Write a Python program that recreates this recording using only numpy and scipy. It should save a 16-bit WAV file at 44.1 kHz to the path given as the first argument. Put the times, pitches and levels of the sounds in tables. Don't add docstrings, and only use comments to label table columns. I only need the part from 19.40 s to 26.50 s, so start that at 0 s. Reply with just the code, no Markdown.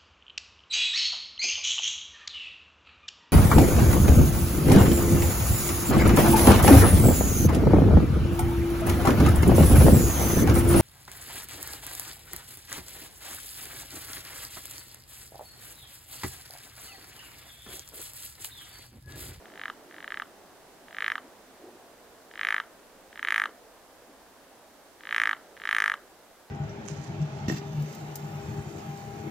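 import sys
import numpy as np
from scipy import signal
from scipy.fft import rfft, irfft, next_fast_len
from scipy.io import wavfile
from scipy.ndimage import uniform_filter1d

SR = 44100
rng = np.random.default_rng(int(sys.argv[2]) if len(sys.argv) > 2 else 0)


def convert_level_to_amplitude(level_db):
    exponent = np.asarray(level_db, float) / 20
    return 10 ** exponent


def file_out(sig):
    cols = np.atleast_2d(sig).T
    lim = np.clip(cols, -1, 1)
    pcm = np.round(lim * 32767).astype(np.int16)
    wavfile.write(sys.argv[1], SR, pcm)


N = 313110
LEFT_RIGHT = np.array([[1], [-1]])


def level(x, db):
    return x * convert_level_to_amplitude(db) / np.sqrt(np.mean(x ** 2))


def band_pass(x, low_hz, high_hz):
    return signal.sosfilt(signal.butter(2, [low_hz, high_hz], "band", fs=SR, output="sos"), x)


def walk(rate_hz):
    hold = int(SR / rate_hz)
    steps = np.repeat(rng.standard_normal(N // hold + 1), hold)
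    return 1.22 * uniform_filter1d(uniform_filter1d(steps, hold), hold)[:N]


def bands(table, swell_db):
    size = next_fast_len(N)
    octave = np.log2(np.fft.rfftfreq(size, 1 / SR) + 1)
    table_hz, table_db = np.transpose(table)
    noise = rfft(rng.standard_normal(size)) * convert_level_to_amplitude(np.interp(octave, np.log2(table_hz), table_db))
    noise[octave > np.log2(15200)] *= convert_level_to_amplitude(-4)
    noise[(octave > np.log2(15900)) | (octave < 4)] = 0
    out = 0
    for centre in np.arange(4, 14.1, .5):
        centre_hz = 2 ** centre
        window = np.cos(np.pi * np.clip(octave - centre, -.5, .5)) ** 2
        band = irfft(noise * window, size)[:N]
        flicker_db = 1.14 * walk(9) * min(1, 900 / centre_hz)
        out = out + band * convert_level_to_amplitude(swell_db(centre_hz) + flicker_db)
    return out


# pitch_hz [Hz], level_db [dB per Hz]
HUM_SPECTRUM = [(22, -12), (135, -14.5), (270, -4), (660, -3), (1350, -12), (1600, -12), (2390, -19),
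                (16000, -28)]
# pitch_hz [Hz], level_db [dB]
HUM_DIFFERENCE = [(60, -4.5), (110, -5), (200, -9), (380, -11), (700, -11.5), (1290, -7.5), (3200, -1.5),
                  (15000, 1.5)]
# time_s [s], level_db [dB]
TOWN_SWELL = [
    (0, 4),
    (1.2, 0.5),
    (2.2, 1),
    (3.4, -0.7),
    (5.45, -2.5),
    (5.9, 1),
    (6.5, -1),
    (7.1, -5),
]


def background():
    hum_db, left_db, drone_share = -54, -1.2, 0.47
    rumble_db = np.interp(np.arange(N) / SR, *np.transpose(TOWN_SWELL))
    side_hz, side_db = np.transpose(HUM_DIFFERENCE)

    def shared_db(hz):
        rumble = rumble_db * (110 < hz < 420)
        return rumble + drone_share * rumble_db * (hz > 420) * min(1, (900 / hz) ** 0.54)

    def different_db(hz):
        return shared_db(hz) + np.interp(np.log(hz), np.log(side_hz), side_db)

    shared = bands(HUM_SPECTRUM, shared_db)
    different = bands(HUM_SPECTRUM, different_db)
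    lean = convert_level_to_amplitude(LEFT_RIGHT * left_db / 2)
    return (shared + different * LEFT_RIGHT) * lean * convert_level_to_amplitude(hum_db) / shared.std()


# time_s [s], length_s [s], pitch_hz [Hz], width_hz [Hz], level_db [dB]
TRAFFIC_BUMPS = [
    (0.298, 0.025, 286, 80, -58),
    (.55, 0.11, 326, 90, -58),
    (1.864, 0.024, 306, 100, -52.5),
    (2.255, 0.035, 364, 119, -49.5),
    (2.29, 0.029, 448, 250, -52),
    (2.357, 0.027, 354, 100, -55),
    (4.08, 0.054, 383, 200, -53.5),
    (4.71, 0.051, 272, 80, -57.5),
]


def bumps():
    t, out = np.arange(N) / SR, 0
    for time_s, length_s, hz, width_hz, level_db in TRAFFIC_BUMPS:
        shape = np.exp(-((t - time_s) / length_s) ** 2)
        burst = shape * band_pass(rng.standard_normal(N), hz - width_hz / 2, hz + width_hz / 2)
        out = out + convert_level_to_amplitude(level_db) * burst * np.sqrt(np.sum(shape ** 2) / np.sum(burst ** 2))
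    return out


def fading_noise(t60_s, onset, shape=()):
    t = np.arange(SR // 2) / SR
    return rng.standard_normal((*shape, len(t))) * convert_level_to_amplitude(-60 * t / t60_s) * np.clip(onset(t), 0, 1)


# delay_ms [ms], gain [times]
ECHO_PATHS = [(0, -.11), (.099, 1), (1.963, .546), (2.006, -.649), (2.578, .198), (3.402, .13),
              (3.895, -.134), (4.573, -.089), (5.045, .057), (6.1, -.065), (6.374, -.044), (7.276, -.028),
              (8.313, -.047), (10.48, -.02), (11.79, .024), (13.58, -.02), (15.03, .026), (16.27, -.032),
              (18.02, .022), (20.8, -.021), (35.59, .06), (36.55, .058), (37.2, -.035), (43.22, .019)]


def pond(x):
    right_lag_ms, frog_left_db = 0.02, 0.4
    garden_db, garden_side_db, leaves_hz, echo_treble_hz = -12.5, -20, 850, 5000
    stems_db, stems_low_hz = -11.5, 2400
    size = next_fast_len(N + SR)
    hz = np.fft.rfftfreq(size, 1 / SR)
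    paths = np.zeros((2, 2, 4096))
    for delay_ms, gain in ECHO_PATHS:
        echo = delay_ms > 1
        right_db = 1 if echo else 1.5
        pulse = np.sinc(np.arange(4096) - 32 - delay_ms * SR / 1000)
        paths[int(echo)] += gain * convert_level_to_amplitude(-LEFT_RIGHT * right_db / 2) * pulse
    direct, echoed = rfft(paths, size)
    near = direct + echoed / (1 + (hz / echo_treble_hz) ** 6)
    lag = np.exp(-2j * np.pi * hz * np.array([[0], [right_lag_ms / 1000]]))
    both = convert_level_to_amplitude(LEFT_RIGHT * frog_left_db / 2) * lag * near

    mid, side = fading_noise(0.36, lambda t: t / 0.0015, (2,))
    spread_db = 10 * np.log10(len(mid))
    tail = level(mid + convert_level_to_amplitude(garden_side_db) * side * LEFT_RIGHT, garden_db - spread_db)
    both = both + rfft(tail, size) / (1 + 1j * hz / leaves_hz)

    stems = level(fading_noise(0.035, lambda t: t / 0.002 - 1), stems_db - spread_db)
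    rise = 1j * hz / stems_low_hz
    both = both + rfft(stems, size) * (rise / (1 + rise)) ** 2
    return irfft(rfft(x, size) * both, size)[:, 36:N + 36]


# start_s [s], clicks [count], period_ms [ms], wait_ms after the first click [ms],
# slowing_ms [ms per click squared]
CROAK_RHYTHM = [
    (.0563, 13, 18.04, 8.16, .093),
    (.5109, 15, 20, -8, 0),
    (1.4835, 15, 18.97, 6.27, .009),
    (2.9127, 16, 18.42, 6.78, .021),
    (3.7288, 17, 18.01, 10.5, .044),
    (5.6075, 18, 17.83, 10.03, .034),
    (6.175, 20, 17.85, 6.79, .045),
]
# croak [number],
# click [number], delay_ms [ms]
CORD_CATCHES = [(0, 9, .2), (0, 10, 1.7), (0, 11, 3.3), (1, 6, 2.5), (1, 7, -1.9), (1, 8, 14.4),
                (1, 9, 5.2), (1, 10, -2), (1, 12, 10), (1, 13, 7.5), (1, 14, 2.1), (2, 13, 15.6),
                (2, 14, 7.5), (4, 4, 16.2), (4, 5, 2.2), (4, 6, 4), (4, 7, -4.6), (4, 15, 1), (4, 16, -1),
                (5, 5, .4), (5, 11, -1.1), (5, 15, .9), (6, 7, .5), (6, 12, -.5), (6, 19, 2.2)]


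def click_times_ms(croak, slack):
    _, count, period_ms, wait_ms, slowing_ms = CROAK_RHYTHM[croak]
    k = np.arange(count)
    caught_ms = sum(delay * (k >= click) for which, click, delay in CORD_CATCHES if which == croak)
    return period_ms * k + wait_ms * (k > 0) + slowing_ms * k ** 2 + 1.6 * slack + caught_ms


SLACK_CLICKS = [
    (9, 11),
    (1, 3, 5, 6, 9, 11, 12),
    (4, 6, 8, 9, 11, 13),
    (3, 6, 8, 13),
    (6, 8, 10),
    (4, 5, 7, 13),
    (3, 5, 7, 9),
]
TAUT_CLICKS = [
    (10,),
    (7, 10, 13),
    (5, 10),
    (5, 9, 12),
    (3, 4, 9, 14),
    (6, 11),
    (4, 11, 14),
]
# half_swollen_s [s], swell_ms [ms], peak_db [dB], last_click_drop_db [dB],
# sac_stretch [%]
CROAK_EFFORT = [
    (.234, 30, -15.5, 3, 7.9),
    (.732, 72, -14.5, 2.5, 2.3),
    (1.591, 23.5, -12.5, 8, 7.1),
    (3.011, 22.5, -10.5, 3.5, 9.3),
    (3.854, 31.6, -8.5, 5.5, 8.2),
    (5.721, 26, -8, 5, 7.4),
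    (6.27, 22.4, -8.5, 7, 4.8),
]
# last_pitch_hz [Hz], top_ring_sinks_s [s], overtone_db [dB], treble_db [dB]
CROAK_COLOUR = [(1480, .4, 3, -1), (1440, .9, 2, -0.5), (1440, 1.8, 2.5, -1), (1570, 3.17, 2.7, -.5),
                (1470, 3.952, 2.5, 1.9), (1530, 5.74, 3, 0.1), (1480, 6.32, 2.5, 2)]


def clicks():
    first_db, usual_gap_ms = -35.5, 18.1
    rest_hz, empty_hz, emptying_s = 1785, 1708, 0.12
    weak_overtone_db, weak_treble_db = 6.5, -5.5
    top_high_hz, top_low_hz = 9970, 9020
    rows = []
    for croak, (start_s, count, *_) in enumerate(CROAK_RHYTHM):
        half_s, swell_ms, peak_db, drop_db, stretch = CROAK_EFFORT[croak]
        last_hz, sinks_s, croak_over_db, croak_treble_db = CROAK_COLOUR[croak]
        k = np.arange(count)
        slack, taut = np.isin(k, SLACK_CLICKS[croak]), np.isin(k, TAUT_CLICKS[croak])
        last = k == count - 1
        ms = click_times_ms(croak, slack)
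        s = start_s + ms / 1000
        left_s = s[-1] - s
        effort = 1 / (1 + np.exp((half_s - s) * 1000 / swell_ms))
        full = np.minimum(left_s / emptying_s, 1)

        gap_ms = np.diff(ms, append=ms[-1] + usual_gap_ms)
        hurry = np.clip(usual_gap_ms - gap_ms, -3, 6) * (k > 0)
        tired_db = np.where(last, drop_db, 7.5 * np.exp(-left_s * 1000 / 25))
        db = peak_db + 20 * np.log10(effort + 0.029) - tired_db
        reserve_db = np.minimum(-3 - db, 11.5)
        db = db + reserve_db * (0.12 * taut - 0.16 * slack - 0.051 * hurry)
        db[0] = first_db

        filled = np.sqrt(effort)
        hz = (1 - filled) * rest_hz + filled * empty_hz * (1 + stretch / 100 * full)
        hz = hz + 25 * slack - 14 * taut
        hz = hz - 110 * slack * (k == count - 2)
        hz = np.where(last, last_hz, hz)

        over_db = croak_over_db - 3 * taut + weak_overtone_db - 19 * convert_level_to_amplitude(db)
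        over_db = over_db + effort * (2 * slack + 0.17 * hurry - 5 * (1 - full))
        over_db = np.where(last, 6, over_db)
        treble_db = croak_treble_db + (1 - effort) * weak_treble_db
        treble_db = treble_db + effort * (full - 4 * (1 - full) - slack)
        top_hz = top_low_hz + (top_high_hz - top_low_hz) / (1 + np.exp((s - sinks_s) * 1000 / 12))
        rows.append([s, db, hz, over_db, treble_db, top_hz])
    false_start = [6.1675, -34.5, rest_hz, weak_overtone_db, weak_treble_db, top_high_hz]
    rows.append(np.transpose([false_start]))
    return np.concatenate(rows, axis=1)[:, :, None]


def ring(ms, hz, decay_ms):
    u = ms / decay_ms
    return u ** 2.344 * np.exp(-u) * np.sin(2 * np.pi * hz * ms / 1000)


# pitch_hz [Hz], decay_ms [ms], gain against the sac [times]
THROAT_OVERTONES = [(3110, .89, -.043), (3259, .145, -.158)]


def voice(ms, hz, over_db):
    sac = ring(ms, hz, .266 * np.minimum(1803 / hz, 1.05))
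    snap = .342 * ring(ms, 2280, .081)
    highest = (3580, 0.21, -0.024)
    throat = sum(gain * ring(ms, f, decay_ms) for f, decay_ms, gain in [*THROAT_OVERTONES, highest])
    return sac + snap + convert_level_to_amplitude(over_db - 1) * throat


# pitch_hz [Hz], decay_ms [ms], level_db [dB]
CARTILAGE_RINGS = [(5300, 0.16, 8), (5670, 0.3, -0.5), (6670, 0.78, -7)]


def tinkle(ms, top_hz):
    def chance():
        return rng.standard_normal((len(ms), 1))

    out = convert_level_to_amplitude(0.5 + 1.4 * chance()) * ring(ms, top_hz, 0.54)
    for hz, decay_ms, level_db in CARTILAGE_RINGS:
        out = out + convert_level_to_amplitude(level_db + 2.2 * chance()) * ring(ms, hz * (1 + 0.036 * chance()), decay_ms)
    return out


def rustle(ms):
    noise = band_pass(rng.standard_normal(ms.shape), 4500, 13600)
    return noise * (1 - np.exp(-ms / 0.29)) * np.exp(-ms / 3.06)


def lay(times, sounds):
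    out = np.zeros(N + sounds.shape[1])
    np.add.at(out, (times * SR).astype(int)[:, None] + np.arange(sounds.shape[1]), sounds)
    return out[:N]


def frog():
    s, db, hz, over_db, treble_db, top_hz = clicks()
    ms = np.maximum(np.arange(512) / SR - s % (1 / SR), 0) * 1000
    treble = convert_level_to_amplitude(treble_db) * (convert_level_to_amplitude(-35.5) * tinkle(ms, top_hz) + convert_level_to_amplitude(-33.5) * rustle(ms))
    croaks = lay(s[:, 0], convert_level_to_amplitude(db + 1.77) * (voice(ms, hz, over_db) + treble))
    return signal.sosfilt(signal.butter(4, 660, "high", fs=SR, output="sos"), croaks)


def scene():
    return background() + bumps() + pond(frog())


def roll_off(x):
    return signal.sosfilt(signal.butter(12, 16470, fs=SR, output="sos"), x)


def record(dry):
    heard = dry - 0.097 * band_pass(dry ** 2, 40, 200)
    heard = signal.sosfilt(signal.ellip(8, .2, 50, 15780, fs=SR, output="sos"), heard)
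    return roll_off(heard)


dry = scene()
out = record(dry)
file_out(out)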